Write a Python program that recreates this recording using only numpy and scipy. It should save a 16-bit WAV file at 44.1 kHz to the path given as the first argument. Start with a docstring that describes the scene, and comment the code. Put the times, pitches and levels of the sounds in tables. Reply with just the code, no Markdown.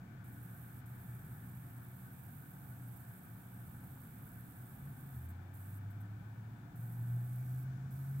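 """A vehicle outside a quiet room climbs in first gear, shifts, drops in pitch, then climbs again and grows.
Other engines come and go; each is a wavering sine whose level follows the booms of the room.
Filtered noise gives traffic rumble through the walls, resonant air and the microphone floor.
Sines give a steady drone, mains buzz and a small fan on the left; a late treble band rises and stays.
In the right microphone of a phone, gritty camera hiss switches on and off."""
import sys
import numpy as np
from scipy import signal
from scipy.fft import rfft, irfft, next_fast_len
from scipy.io import wavfile
from scipy.ndimage import uniform_filter1d

SR = 44100
rng = np.random.default_rng(int(sys.argv[2]) if len(sys.argv) > 2 else 0)


def store_pcm(level_fs):
    """Save levels as 16-bit WAV."""
    pcm = np.round(np.clip(level_fs, -1, 1) * 32767).astype(np.int16)
    wavfile.write(sys.argv[1], SR, np.atleast_2d(pcm).T)


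N = 361619
TIME = np.arange(N) / SR  # s


def undb(db):
    """Amplitude ratio is ten to the power of the level in dB over twenty."""
    return 10 ** (np.asarray(db) / 20)


def walk(rate_hz):
    """Slow random modulation: random levels held 1 / rate s, averaged twice over that time; spread near 1."""
    hold = int(SR / rate_hz)
    steps = np.repeat(rng.standard_normal(N // hold + 1), hold)
    slewed = uniform_filter1d(uniform_filter1d(steps, hold), hold)
    return 1.146 * slewed[:N]


def shaped(gain_at):
    """Linear filtering of white noise: the power density per Hz becomes gain_at(Hz) squared."""
    size = next_fast_len(N)
    hz = np.arange(1, size // 2 + 2) * SR / size
    spectrum = rfft(rng.standard_normal(size)) * gain_at(hz)
    return irfft(spectrum, size)[:N] * np.sqrt(SR / 2)


def coloured(hz, db_per_hz):
    """Coloured noise: its spectral density runs straight between points in dB over log frequency."""
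    return shaped(lambda f: undb(np.interp(np.log(f), np.log(hz), db_per_hz)))


def resonant(hz, width_hz):
    """Noise driving a steep resonance, width taken at half amplitude; rms 1."""
    noise = shaped(lambda f: 1 / (1 + ((f - hz * hz / f) / width_hz) ** 2))
    return noise / noise.std()


def tone(hz, lead_turns=0):
    """A sine whose phase is the running integral of its steady or moving frequency; rms 1."""
    turns = np.cumsum(hz + 0 * TIME) / SR + rng.random() + lead_turns
    return np.sqrt(2) * np.sin(2 * np.pi * turns)


def late(sound):
    """Propagation delay: the left microphone hears the sound 6 samples late."""
    return np.pad(sound, (6, 0), mode="edge")[:N]


def rumble():
    """Broadband transmission loss: walls pass chiefly the lows of traffic, with narrow hums on top."""
    # density of the rumble before it swells: hz, level_db_per_hz
    rumble_points = [(15, -120), (25, -103), (40, -89.5), (58, -83), (68, -84), (85, -76), (100, -76),
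                     (120, -67.5), (145, -75), (170, -77.5), (210, -80.5), (260, -85), (320, -94),
                     (650, -112), (2000, -150)]
    # narrow noise bands: centre_hz, width_hz, rms_db
    hums = [(266.3, 9.3, -73.5), (293, 8.9, -72.5), (350.3, 12, -78)]
    swell = undb(1.84 * walk(5))
    sound = swell * coloured(*np.transpose(rumble_points))
    return sound + sum(undb(db) * resonant(hz, width_hz) for hz, width_hz, db in hums)


def engine(hz, db, waver_db, drift):
    """Low-pass transmission: walls pass only the lowest tone, which wavers in level and pitch."""
    level = undb(db + waver_db * walk(36))
    return level * tone(hz * (1 + drift * walk(15)))


def drone():
    """A periodic source: one tone of a steady machine in the building, which fades once for a moment."""
    pitch_hz, level_db = 182.8, -62.5
    dip_s, dip_width_s, dip_db = 5.1, .35, -14
    fade = dip_db * np.exp(-((TIME - dip_s) / dip_width_s) ** 2 / 2)
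    return engine(pitch_hz, level_db + fade, waver_db=0.5, drift=0.0048)


def air():
    """Resonance under turbulent drive: moving air excites room and desk, partly coherent between sides."""
    # noise bands, levels before flicker: centre_hz, width_hz, left_db, right_db,
    # correlation (share heard alike, -1 to 1)
    air_bands = [(702, 89, -76, -75, 0.97), (818, 225, -72.5, -74.5, 0.68), (940, 72, -80, -81.5, 0.67),
                 (1112, 140, -80.5, -79, 0), (1313, 400, -69.5, -80.5, 0.38),
                 (1512, 137, -67.5, -82, -0.52), (1720, 256, -70.5, -80.5, 0.32),
                 (2270, 320, -76, -86.5, 0), (3120, 200, -91, -111, 0.4), (3520, 220, -83.5, -95, 0.43)]
    out = 0
    for hz, width_hz, left_db, right_db, alike in air_bands:
        shared, other = resonant(hz, width_hz), resonant(hz, width_hz)
        left = undb(left_db) * late(shared)
        right = undb(right_db) * (alike * shared + np.sqrt(1 - alike ** 2) * other)
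        flicker = undb(.9 * walk(1.5) + 1.1 * walk(9))  # common to both sides
        out = out + flicker * np.array([left, right])
    return out


def mains_buzz():
    """Harmonic series: steady multiples of the mains frequency, with phase leads on the right."""
    mains_hz = 60.025
    # buzz tones: multiple, left_db, right_db, right_lead_turns
    buzz_tones = [(9, -91, -90, 0), (12, -87, -89, .1), (14, -82, -88, .1), (16, -92, -91, .1),
                  (18, -86, -81, .42), (20, -88, -92, .2), (24, -92, -92, .2), (26, -79, -92, .4),
                  (27, -85, -99, .3), (28, -83, -93, .3), (30, -87, -100, .3), (40, -93, -105, 0),
                  (46, -100, -110, 0)]
    out = 0
    for multiple, left_db, right_db, lead_turns in buzz_tones:
        level = undb([[left_db], [right_db]])
        out = out + level * tone(multiple * mains_hz, np.array([[0], [lead_turns]]))
    return out


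def fan():
    """Rotating source: tones at shaft multiples drift together with the speed, 17 dB weaker on the right."""
    # shaft tones: multiple -> left_db
    shaft_tones = {37: -87, 38: -87, 39: -90, 40: -89, 41: -84, 42: -85}
    shaft_hz = 33.32 * (1 + 0.000992 * walk(0.96))
    left = sum(undb(db) * tone(multiple * shaft_hz) for multiple, db in shaft_tones.items())
    return np.outer([1, undb(-17)], left)


def noise_floor():
    """Incoherent noise: the smooth floor of room and microphones is independent on each side."""
    # floor density: hz, left_db_per_hz, right_db_per_hz
    floor_points = [(19.9, -120, -120), (152, -86.5, -86.5), (303, -93.5, -98.5), (500, -98, -99),
                    (990, -102, -102), (2030, -107, -108), (4000, -115.5, -114.5), (5200, -118.2, -117.4),
                    (6500, -117.8, -117.5), (8300, -118, -114.5), (10000, -121.5, -119),
                    (11500, -119, -115.5), (13100, -116, -112), (15800, -114, -110)]
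    hz, *sides = np.transpose(floor_points)
    return np.array([coloured(hz, db) for db in sides])


def camera():
    """Amplitude-modulated noise: gritty electronic hiss is gated on and off and dips once every frame."""
    # hiss density before modulation: hz, level_db_per_hz
    hiss_points = [(4000, -129), (6000, -119), (7000, -112.5), (8400, -101.5), (10000, -105.5),
                   (11500, -100.5), (13200, -95.5), (14500, -99.5), (16000, -98)]
    # spells of hiss: start_s, end_s, level_db
    spells = [(.237, .803, 0), (.854, 5.262, 0), (5.281, 5.312, 0), (5.533, 5.782, 0), (5.899, 5.914, -4),
              (5.999, 6.016, -4), (6.752, 7.633, 0), (7.902, 8.3, 0)]
    frame_hz, split_hz = 59.885, 10000
    rise_s, decay_s, afterglow_s = .006, .011, .08
    on = 0
    for start, end, db in spells:
        rise = np.clip((TIME - start) / rise_s, 0, 1)
        on = on + undb(db) * rise * np.exp(-np.maximum(TIME - end, 0) / decay_s)
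    step = 1 / (afterglow_s * SR)
    afterglow = signal.lfilter([step], [1, step - 1], on)
    from_dip = (TIME * frame_hz - .37 + .5) % 1 - .5  # in frames
    dip_db = -4.2 * np.exp(-from_dip ** 2 / .05 ** 2 / 2)

    hiss = coloured(*np.transpose(hiss_points))
    low = signal.sosfiltfilt(signal.butter(4, split_hz, fs=SR, output="sos"), hiss)
    # the lower and the upper hump crackle partly on their own
    gritty_low = undb(0.87 * walk(500) + .8 * walk(40)) * low
    gritty_high = undb(1.5 * walk(600) + 1.0 * walk(60)) * (hiss - low)
    shared_grit_db = 1.58 * walk(700) + .5 * walk(8)
    level = np.maximum(on, 0.22 * afterglow) * undb(dip_db + shared_grit_db)
    return np.outer([0, 1], level * (gritty_low + gritty_high))


def room_db(hz):
    """Modal response: power gains of the room's booms add to the gain between them."""
    # room resonances: centre_hz, half_width_hz (at half amplitude), peak_db
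    booms = [(86, 9.5, 0.5), (101.5, 4.8, -0.3), (120.23, 3.3, 3.5), (127.5, 4.7, -3), (137.6, 4, -3.5)]
    between_db = -12.5
    power = undb(between_db) ** 2
    for centre_hz, half_width_hz, db in booms:
        power = power + (undb(db) / (1 + ((hz - centre_hz) / half_width_hz) ** 2)) ** 2
    return 10 * np.log10(power)


def fade_db(start, end, fade_s):
    """Exponential growth and decay: 0 dB from start to end, falling 20 dB per fade time outside."""
    outside_s = np.maximum(np.maximum(start - TIME, TIME - end), 0)
    return -20 * outside_s / fade_s


def engine_spell(start, speeds, lifts, end, hz, climb, db):
    """Firing rate sets pitch: it holds, climbs, then relaxes exponentially towards coasting after a lift."""
    coast_hz, coast_s = 113.4, .19
    throttle_db, throttle_s = 5.5, 0.18  # louder once it speeds up
    revs_hz = hz + climb * (np.clip(TIME, speeds, lifts) - speeds)
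    revs_hz = coast_hz + (revs_hz - coast_hz) * np.exp(-np.maximum(TIME - lifts, 0) / coast_s)
    load_db = throttle_db * np.clip((TIME - speeds) / throttle_s, 0, 1)
    level_db = db + load_db + room_db(revs_hz) + fade_db(start, end, fade_s=0.14)
    return engine(revs_hz, level_db, waver_db=3.0, drift=0.0116)


def first_gear_and_other_engines():
    """Superposition: the main vehicle's first gear and the other engines add as tones."""
    # spells, level before throttle and room: start_s, speeds_up_s, lifts_off_s, end_s,
    # firing_hz, climb_hz_per_s, level_db; a lift time beyond the end of the scene is never reached.
    # The second row is the main vehicle in first gear, up to its gear change
    spells = [(.4, 1.85, 2.55, 3.45, 120, 38, -58), (4.7, 4.7, 5.03, 5.15, 131, 45, -52),
              (6.7, 6.7, 9, 7.15, 158.5, 18, -52), (7.35, 7.35, 9, 9, 76, 11, -63)]
    return sum(engine_spell(*row) for row in spells)


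def second_gear():
    """Gear ratio sets pitch: after the shift the same vehicle starts lower, climbs fast, then evenly."""
    start_s, start_hz = 5.16, 78.86
    bite_hz_per_s, bite_s, climb_hz_per_s = 47, .36, 15.4  # revs jump as the clutch bites
    start_db, growth_db_per_s = -48.5, 4.0  # before the room's gain; it draws nearer
    t = TIME - start_s
    bite_hz = bite_hz_per_s * np.minimum(t, bite_s)
    climb_hz = climb_hz_per_s * np.maximum(t - bite_s, 0)
    revs_hz = np.maximum(start_hz + bite_hz + climb_hz, 20)
    level_db = start_db + growth_db_per_s * t + room_db(revs_hz)
    level_db = level_db + fade_db(start_s, TIME[-1], fade_s=0.05)
    return engine(revs_hz, level_db, waver_db=1.5, drift=0.0038)


def treble_lift():
    """Incoherent band noise: faint hiss rises late and stays, unrelated left and right."""
    centre_hz, width_hz, level_db = 6000, 5000, -79.5
    start_s, rise_s = 7.13, .3
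    rise = np.clip((TIME - start_s) / rise_s, 0, 1)
    sides = np.array([resonant(centre_hz, width_hz), resonant(centre_hz, width_hz)])
    return undb(level_db) * rise * sides


def scene():
    """Superposition at two microphones: low sound is coherent, with the left side a little later."""
    low = rumble() + drone() + first_gear_and_other_engines() + second_gear()
    low_pair = np.array([late(low), low])
    return low_pair + air() + mains_buzz() + fan() + noise_floor() + camera() + treble_lift()


def record(dry):
    """Band limiting: the phone cuts the top with a steep elliptic low-pass at 15800 Hz."""
    return signal.sosfilt(signal.ellip(14, .2, 80, 15800, fs=SR, output="sos"), dry)


dry = scene()
out = record(dry)
store_pcm(out)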